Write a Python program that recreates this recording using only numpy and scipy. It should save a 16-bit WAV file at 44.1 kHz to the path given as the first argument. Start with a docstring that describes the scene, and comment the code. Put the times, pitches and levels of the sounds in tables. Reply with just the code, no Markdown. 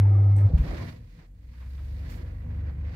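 """Small elevator car setting off

Recorded inside the car, in stereo: a door magnet hums at twice the mains frequency and its panels buzz along.
The door gear creaks, a small metal part ticks, then the magnet cuts out as low-passed clicks jolt the cabin.
Coloured noise slides for a third of a second; a swept sine with its orders is the rising drive tone.
The guides rumble as noise through the low cabin modes; a short bright swish of noise passes later."""
import sys
import numpy as np
from scipy import signal
from scipy.io import wavfile

SR = 44100
rng = np.random.default_rng(int(sys.argv[2]) if len(sys.argv) > 2 else 0)


def master(y):
    """Save y as 16-bit WAV."""
    cut = np.clip(np.atleast_2d(y).T, -1, 1)
    pcm = np.round(cut * 32767)  # scale
    wavfile.write(sys.argv[1], SR, pcm.astype(np.int16))


def level_to_linear(level):
    """Convert decibel levels to linear amplitude factors, elementwise."""
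    exponent = np.asarray(level, float) / 20
    return 10 ** exponent


N = 130095  # length in samples

# Likeness of the two microphone channels in the noises. Each row: frequency in Hz, correlation from -1 to 1.
CHANNEL_LIKENESS = [(60, 1.0), (130, 0.44), (290, 0.19), (640, 0.7), (1410, -0.5), (3100, 0.051),
                    (6820, -0.12), (15000, -0.092)]
# Lean of the noises across the stereo image. Each row: frequency in Hz, left minus right in dB.
CHANNEL_LEAN = [(60, 0.0), (130, 3), (290, -11), (640, 1.5), (1410, -6), (3100, -7), (6820, -1), (15000, 4)]
# Spectrum of the steady microphone hiss. Each row: frequency in Hz, relative density in dB per Hz.
MIC_HISS_COLOUR = [(6000, -2.5), (10000, -7.5), (14000, -10), (17000, 5)]
# Course of the treble hiss. Each row: time in seconds, level in dB.
TREBLE_LEVEL = [(0, -79.5), (0.15, -74), (0.36, -79), (0.38, -65.5), (0.56, -81.5), (0.582, -65.5),
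                (0.75, -65), (0.9, -67), (1.0, -80), (1.2, -79), (1.32, -88), (1.6, -74), (1.9, -71),
                (2.05, -71.5), (2.2, -72.5), (2.36, -78), (2.85, -83.5), (2.95, -75)]
# Spectrum of the treble hiss. Each row: frequency in Hz, relative density in dB per Hz.
TREBLE_SPECTRUM = [(5000, -20.5), (6000, -4), (7500, -3.5), (9500, -3), (12000, -3), (14500, -1.5),
                   (16500, -3.5)]
# Course of the mechanism's rattle. Each row: time in seconds, level in dB.
RATTLE_LEVEL = [(0.03, -45.5), (0.12, -44.5), (0.23, -43), (0.35, -51), (0.38, -40), (0.6, -50.5),
                (0.73, -38.5), (0.78, -46), (0.82, -43.5), (1.07, -76), (1.24, -63.5), (1.3, -78.5),
                (2.19, -52.5), (2.39, -62.5), (2.71, -52.5), (2.72, -62.5), (2.93, -54.5)]
# Spectrum of the mechanism's rattle. Each row: frequency in Hz, relative density in dB per Hz.
RATTLE_SPECTRUM = [(150, -45), (250, -7.5), (327, 2), (366, -5), (545, -3.5), (775, -8), (993, -18.5),
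                   (1250, -16), (1500, -22.5), (1950, -48)]
# Sudden dull bursts: small knocks and sharp onsets of the rush. Each row: start in seconds, level in dB before
# scatter.
SUDDEN_BURSTS = [(.543, -60.5), (.574, -53), (1.189, -64), (1.535, -66.5), (1.615, -60), (1.78, -59),
                 (2.024, -78), (2.753, -68)]
# Short notes of the door gear. Each row: centre in seconds, pitch there in Hz, level in dB, length in seconds.
DOOR_CREAKS = [(0.055, 870, -45, 0.04), (0.157, 1175, -49, 0.018), (0.317, 1094, -56, 0.018),
               (0.805, 1050, -50, .03)]
# A metal tick and its bounces. Each row: start in seconds, relative strength in dB.
METAL_TICKS = [(0.3655, -47), (0.386, -51), (0.409, -57)]
# Modes of the small metal part. Each row: frequency in Hz, relative level in dB, 60 dB decay in seconds.
METAL_MODES = [(6080, -5, 0.01), (8120, 2, 0.016), (9100, -6, 0.008), (9700, -5, 0.008),
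               (11600, -12, 0.007), (13400, -9, .01), (14200, -10, 0.01)]
# Spectrum of the swish. Each row: frequency in Hz, relative density in dB per Hz.
SWISH_SPECTRUM = [(5500, -15.5), (6800, -4), (8500, -10), (10300, -9), (12500, -6.5), (14500, -6.5),
                  (16500, -1)]
# Sliding and air rush. Each row: time in seconds, level of the body in dB, level of the upper part in dB.
RUSH_LEVELS = [(0.06, -52.5, -72.5), (0.11, -58, -71), (0.35, -62, -68.5), (0.399, -53, -66.5),
               (0.531, -67, -69.5), (0.583, -55, -60), (0.71, -48.5, -55), (0.89, -54.5, -59.5),
               (1.02, -71.5, -74), (1.16, -70.5, -69.5), (1.2, -62, -68), (1.3, -81.5, -84.5),
               (1.5, -71.5, -73.5), (1.55, -66.5, -70.5), (1.63, -66, -73), (1.69, -65.5, -68.5),
               (1.99, -65.5, -67), (2.05, -58, -64), (2.12, -57, -58), (2.25, -59.5, -68.5),
               (2.39, -64, -76.5), (2.68, -57.5, -72), (2.768, -64, -82), (2.929, -56.5, -64)]
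# Spectrum of the rush before its two parts are levelled. Each row: frequency in Hz, density in dB per Hz.
RUSH_SPECTRUM = [(900, 0), (1200, -5.5), (1430, -4), (1850, -1.5), (2250, -6.5), (2600, -11), (3100, -14.5),
                 (4500, -11), (6400, -20), (8000, -30)]
# Panels buzzing along with the magnet. Each row: frequency in Hz, width of one pass in Hz, relative level in dB.
PANEL_BUZZ = [(335, 40, -4), (770, 35, -8), (890, 40, -14), (1270, 40, -14), (2130, 90, -19)]
# Course of the magnet's hum, the last row its end. Each row: time in seconds, level in dB.
MAGNET_HUM = [(0.0, -15.5), (0.422, -17.5), (0.458, -12.5), (0.478, -21), (0.53, -55)]
# Third order of the drive shaft. Each row: time in seconds, frequency in Hz before waver, level in dB.
DRIVE_THIRD_ORDER = [(1.35, 59.93, -54), (1.56, 61.83, -41.5), (1.73, 67.54, -35.5), (1.93, 69.13, -34),
                     (2.05, 71, -36), (2.15, 72.97, -45), (2.4, 70.22, -41), (2.52, 71.34, -34),
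                     (2.7, 72.65, -33), (2.74, 69.37, -39), (2.85, 71.1, -29), (2.95, 72.45, -40)]
# Other orders of the shaft. Each row: order number, level in dB once faded in, spread of its waver in dB.
DRIVE_OTHER_ORDERS = [(2, -41, 1.5), (4, -46, 2.5), (5, -53, 2.5)]
# Soft blows to the car. Each row: start in seconds, click strength in dB, hardness as a low-pass in Hz.
CAR_JOLTS = [(0.499, -29, 300), (0.535, -16.5, 100), (0.574, -28, 200), (0.592, -19, 80), (0.645, -33, 250)]
# Low modes of the cabin. Each row: frequency in Hz, gain under jolts in dB, gain under rumble in dB,
# 60 dB decay under rumble in seconds.
CABIN_MODES = [(45.4, 0.5, 2, 0.17), (71, 9, -6.5, 0.41), (95.7, -34.5, -2, 0.34), (117.2, -21, -7.5, 0.6),
               (148.9, 3, -8.5, .3), (174, -4.5, -12, 0.46), (235, -20.5, -14.5, 0.26),
               (287.8, -27, -19.5, 0.26), (490.5, 6.5, -23.5, 0.09)]
# Shaking of the modes above the lowest, before a common gain. 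Each row: time in seconds, level in dB.
UPPER_SHAKING = [(0.0, -45), (0.47, -41.5), (0.51, -34.5), (0.69, -38.5), (0.85, -37.5), (1.12, -57.5),
                 (1.19, -51.5), (1.24, -61), (1.85, -49.5), (2.23, -41.5), (2.42, -51), (2.46, -42.5),
                 (2.95, -43.5)]
# Shaking of the lowest mode, before that mode's own gain. Each row: time in seconds, level in dB.
LOWEST_SHAKING = [(0, -49), (0.5, -50.5), (0.6, -26.5), (0.85, -52.5), (1.09, -50.5), (1.5, -49),
                  (2.95, -57)]

OPPOSITE = np.array([[1], [-1]])  # puts a side signal into left and, inverted, into right


def rms_one(x):
    """Scale to rms 1."""
    return x / np.sqrt(np.mean(x ** 2) + 1e-20)


def in_time(rows):
    """Columns of a curve, one value per sample."""
    s, *columns = np.transpose(rows)
    return [np.interp(np.arange(N) / SR, s, c) for c in columns]


def at_hz(points, hz):
    """Read a spectrum table on a log frequency axis."""
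    table_hz, values = np.transpose(points)
    return np.interp(np.log(hz), np.log(table_hz), values)


def drift(rate):
    """Random wandering of spread 1: noise through two equal low-pass poles at rate (Hz)."""
    pole = np.exp(-80 * np.pi * rate / SR)  # computed at every 40th sample
    noise = rng.standard_normal(N // 40 + 2002)
    slow = signal.lfilter([1], [1, -2 * pole, pole * pole], noise)[2000:]
    return np.interp(np.arange(N) / 40, np.arange(len(slow)), rms_one(slow))


def ring(x, hz, t60):
    """A two-pole resonance: a unit click sets a sine of height 1 ringing, down 60 dB after t60 seconds."""
    r, w = level_to_linear(-60 / (t60 * SR)), 2 * np.pi * hz / SR
    return signal.lfilter([0, np.sin(w)], [1, -2 * r * np.cos(w), r * r], x + 1e-18)


def filtered(kind, order, hz, x):
    """A Butterworth filter with its corner or corners at hz."""
    return signal.sosfilt(signal.butter(order, hz, kind, fs=SR, output="sos"), x)


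def clicks(rows, spread_db):
    """One single-sample click per row, its strength scattered."""
    s, db = np.transpose(rows)
    out = np.zeros(N)
    out[(s * SR).astype(int)] = level_to_linear(db + spread_db * rng.standard_normal(len(s)))
    return out


def banded_noise(colour, patchy_db):
    """Stereo noise of rms 1 in bands of a quarter octave or less, each with its level, flicker and image."""
    out, together = 0, drift(12.0)
    (bottom, _), (top, _) = colour[0], colour[-1]
    edges = np.geomspace(bottom, min(top, 0.45 * SR), int(4 * np.log2(top / bottom)) + 2)
    white = rng.standard_normal((2, 2, N))
    for k, (low, high) in enumerate(zip(edges, edges[1:])):
        # neighbouring bands take turns at two independent noises
        mid, side = filtered("band", 2, [low, high], white[k % 2])
        hz = np.sqrt(low * high)
        alike = np.clip(at_hz(CHANNEL_LIKENESS, hz), -1, 1)
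        lean = level_to_linear(at_hz(CHANNEL_LEAN, hz) / 2 * OPPOSITE)
        flicker_db = patchy_db * (together + 0.64 * drift(16.0))
        stereo = np.sqrt(1 + alike) * mid + np.sqrt(1 - alike) * side * OPPOSITE
        out = out + level_to_linear(at_hz(colour, hz) + flicker_db) * lean * stereo
    return rms_one(out)


def microphone_hiss():
    """Noise of steady mean level at -80 dB, its bands flickering a little."""
    return level_to_linear(-80) * banded_noise(MIC_HISS_COLOUR, patchy_db=1.0)


def treble_hiss():
    """High noise whose level follows a curve."""
    return level_to_linear(in_time(TREBLE_LEVEL)[0]) * banded_noise(TREBLE_SPECTRUM, patchy_db=0.6)


def mechanism_rattle():
    """Mid-range noise of the mechanism, its level following a curve."""
    return level_to_linear(in_time(RATTLE_LEVEL)[0]) * banded_noise(RATTLE_SPECTRUM, patchy_db=1.2)


def knocks():
    """Each knock is a sudden dull burst of band-passed noise that dies away."""
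    t60, low_hz, high_hz = 0.29, 514, 2410  # decay in seconds, band in Hz
    strikes = clicks(SUDDEN_BURSTS, spread_db=0.5)
    dying = signal.lfilter([1], [1, -level_to_linear(-60 / (t60 * SR))], strikes)
    mid, side = filtered("band", 2, [low_hz, high_hz], rng.standard_normal((2, N)))
    return dying * rms_one(mid + 0.5 * side * OPPOSITE)


def creaks():
    """Short rough notes that swell, sag in pitch and fade."""
    sag, roughness = 0.03, 0.5  # share of pitch lost over one length; spread of the level's random part
    out = 0
    for s, hz, db, length in DOOR_CREAKS:
        u = (np.arange(N) / SR - s) / length
        swell = np.exp(-4 * u ** 2)
        rough = 1 + roughness * drift(87.0)
        cycles = hz * length * (u - sag * u ** 2 / 2) + rng.random()
        out = out + level_to_linear(db) * swell * rough * np.sin(2 * np.pi * cycles)
    return out * level_to_linear(-1.5 * OPPOSITE)  # 3 dB stronger on the right


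def ticks():
    """Each touch, and a dying rattle after the first, strike the small high modes with strengths of their own."""
    rattle_per_s, rattle_db, rattle_t60 = 1200, -63, 0.25  # mean rate, starting strength, decay in seconds
    t = np.arange(N) / SR - METAL_TICKS[0][0]
    hits = (rng.random(N) < rattle_per_s / SR) * (t > 0)
    rattle = hits * level_to_linear(rattle_db - 60 * np.clip(t, 0, 1) / rattle_t60)
    out = 0
    for hz, db, t60 in METAL_MODES:
        strikes = clicks(METAL_TICKS, spread_db=3.5) / 2 + rattle * rng.standard_normal(N)
        out = out + level_to_linear(db) * ring(strikes, hz, t60)
    return out * level_to_linear(1.5 * OPPOSITE)  # 3 dB stronger on the left


def swish():
    """Bright noise with a quick attack, a hold and a dying tail."""
    start_s, attack_s, hold_s, t60 = 2.078, 0.025, 0.075, 0.22  # the hold counts from the start
    t = np.arange(N) / SR - start_s
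    attack = np.clip(t / attack_s, 0, 1) ** 2
    tail = level_to_linear(-60 * np.clip(t - hold_s, 0, 1) / t60)
    return level_to_linear(-59) * attack * tail * banded_noise(SWISH_SPECTRUM, patchy_db=1.5)


def rush():
    """Sliding and air: coloured noise whose body and upper part swell separately, with a fast scraping grain."""
    split_hz, grain_db = 2670, 1.5
    noise = banded_noise(RUSH_SPECTRUM, patchy_db=1.0) * level_to_linear(grain_db * drift(60.0))
    body_db, upper_db = in_time(RUSH_LEVELS)
    body = rms_one(filtered("low", 4, split_hz, noise))
    upper = rms_one(filtered("high", 4, split_hz, noise))
    return level_to_linear(body_db) * body + level_to_linear(upper_db) * upper


def buzz():
    """Noise twice through narrow panel resonances that flicker, while the magnet is on."""
    end_s, fade_s, flicker_db = 0.53, 0.1, 2.0
    out = 0
    for hz, width, db in PANEL_BUZZ:
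        t60 = np.log(1000) / np.pi / width
        mid, side = [rms_one(ring(ring(v, hz, t60), hz, t60)) for v in rng.standard_normal((2, N))]
        out = out + level_to_linear(db + flicker_db * drift(12.0)) * (mid + 0.7 * side * OPPOSITE)
    on = np.clip((end_s - np.arange(N) / SR) / fade_s, 0, 1)
    return level_to_linear(-48) * on * out


def hum():
    """A near-pure tone at twice the mains frequency, with a faint octave, that dies when the magnet drops."""
    hum_hz, octave_db = 99.8, -38  # the octave is relative to the tone
    t = np.arange(N) / SR
    turn = 2 * np.pi * hum_hz * t
    on = np.clip((MAGNET_HUM[-1][0] - t) / 0.02, 0, 1)
    tone = np.cos(turn) + level_to_linear(octave_db) * np.cos(2 * turn)
    return -np.sqrt(2) * level_to_linear(in_time(MAGNET_HUM)[0]) * on * tone


def drive():
    """The shaft's third order leads, its pitch following a curve; other orders fade in and waver on their own."""
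    waver_hz, waver_db = 0.44, 0.5  # spreads of the third order's wavering
    fade_in_s, run_up_s = 0.066, 0.44  # the third order's fade ends where the run-up of the others begins
    hz, db = in_time(DRIVE_THIRD_ORDER)
    t = np.arange(N) / SR - DRIVE_THIRD_ORDER[0][0]
    shaft_turn = 2 * np.pi * np.cumsum(hz + waver_hz * drift(2.6)) / SR / 3
    third = np.clip(t / fade_in_s + 1, 0, 1) * level_to_linear(db + waver_db * drift(5.4)) * np.sin(3 * shaft_turn)
    others = 0
    for order, level, waver in DRIVE_OTHER_ORDERS:
        phase = 2 * np.pi * rng.random()
        others = others + level_to_linear(level + waver * drift(5.9)) * np.sin(order * shaft_turn + phase)
    return np.sqrt(2) * (third + np.clip(t / run_up_s, 0, 1) ** 2 * others)


def cabin_jolts():
    """Clicks softened by a low-pass ring the cabin modes, which die faster than under the rumble."""
    push = 0
    for s, db, hz in CAR_JOLTS:
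        soften = signal.bessel(4, hz, norm="mag", fs=SR, output="sos")
        push = push + signal.sosfilt(soften, clicks([(s, db)], spread_db=1))
    return sum(level_to_linear(db) * ring(push, hz, 0.27 * t60) for hz, db, _, t60 in CABIN_MODES)


def cabin_rumble():
    """Noise shakes the cabin modes; the higher the mode, the more it differs between the channels."""
    upper_gain_db, side_db = 4.5, -10.5  # side_db is the channel difference of a mode at 250 Hz
    modes = []
    for hz, _, db, t60 in CABIN_MODES:
        mid, side = [rms_one(ring(v, hz, t60)) for v in rng.standard_normal((2, N))]
        modes.append(level_to_linear(db) * (mid + level_to_linear(side_db) * (hz / 250) ** 2 * side * OPPOSITE))
    lowest, *upper = modes
    upper_shaking = level_to_linear(in_time(UPPER_SHAKING)[0] + upper_gain_db) * rms_one(sum(upper))
    return upper_shaking + level_to_linear(in_time(LOWEST_SHAKING)[0]) * lowest


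def scene():
    """All sources inside the car; the bass leans slightly to the left."""
    background = microphone_hiss() + treble_hiss() + mechanism_rattle()
    details = knocks() + creaks() + ticks() + swish() + rush() + buzz()
    bass = (hum() + drive() + cabin_jolts() + cabin_rumble()) * level_to_linear(0.15 * OPPOSITE)
    return background + details + bass


def low_pass(x):
    """Removes everything above the highest recorded frequency."""
    return signal.sosfilt(signal.butter(12, 15760, fs=SR, output="sos"), x)


def record(dry):
    """The microphone loses the deepest bass, and a steep low-pass cuts the top."""
    no_deep_bass = filtered("high", 4, 39.65, dry)
    top_cut = signal.cheby2(14, 60, 16300, fs=SR, output="sos")  # 60 dB down from 16300 Hz
    mix = signal.sosfilt(top_cut, no_deep_bass)
    return low_pass(mix)


dry = scene()
out = record(dry)
master(out)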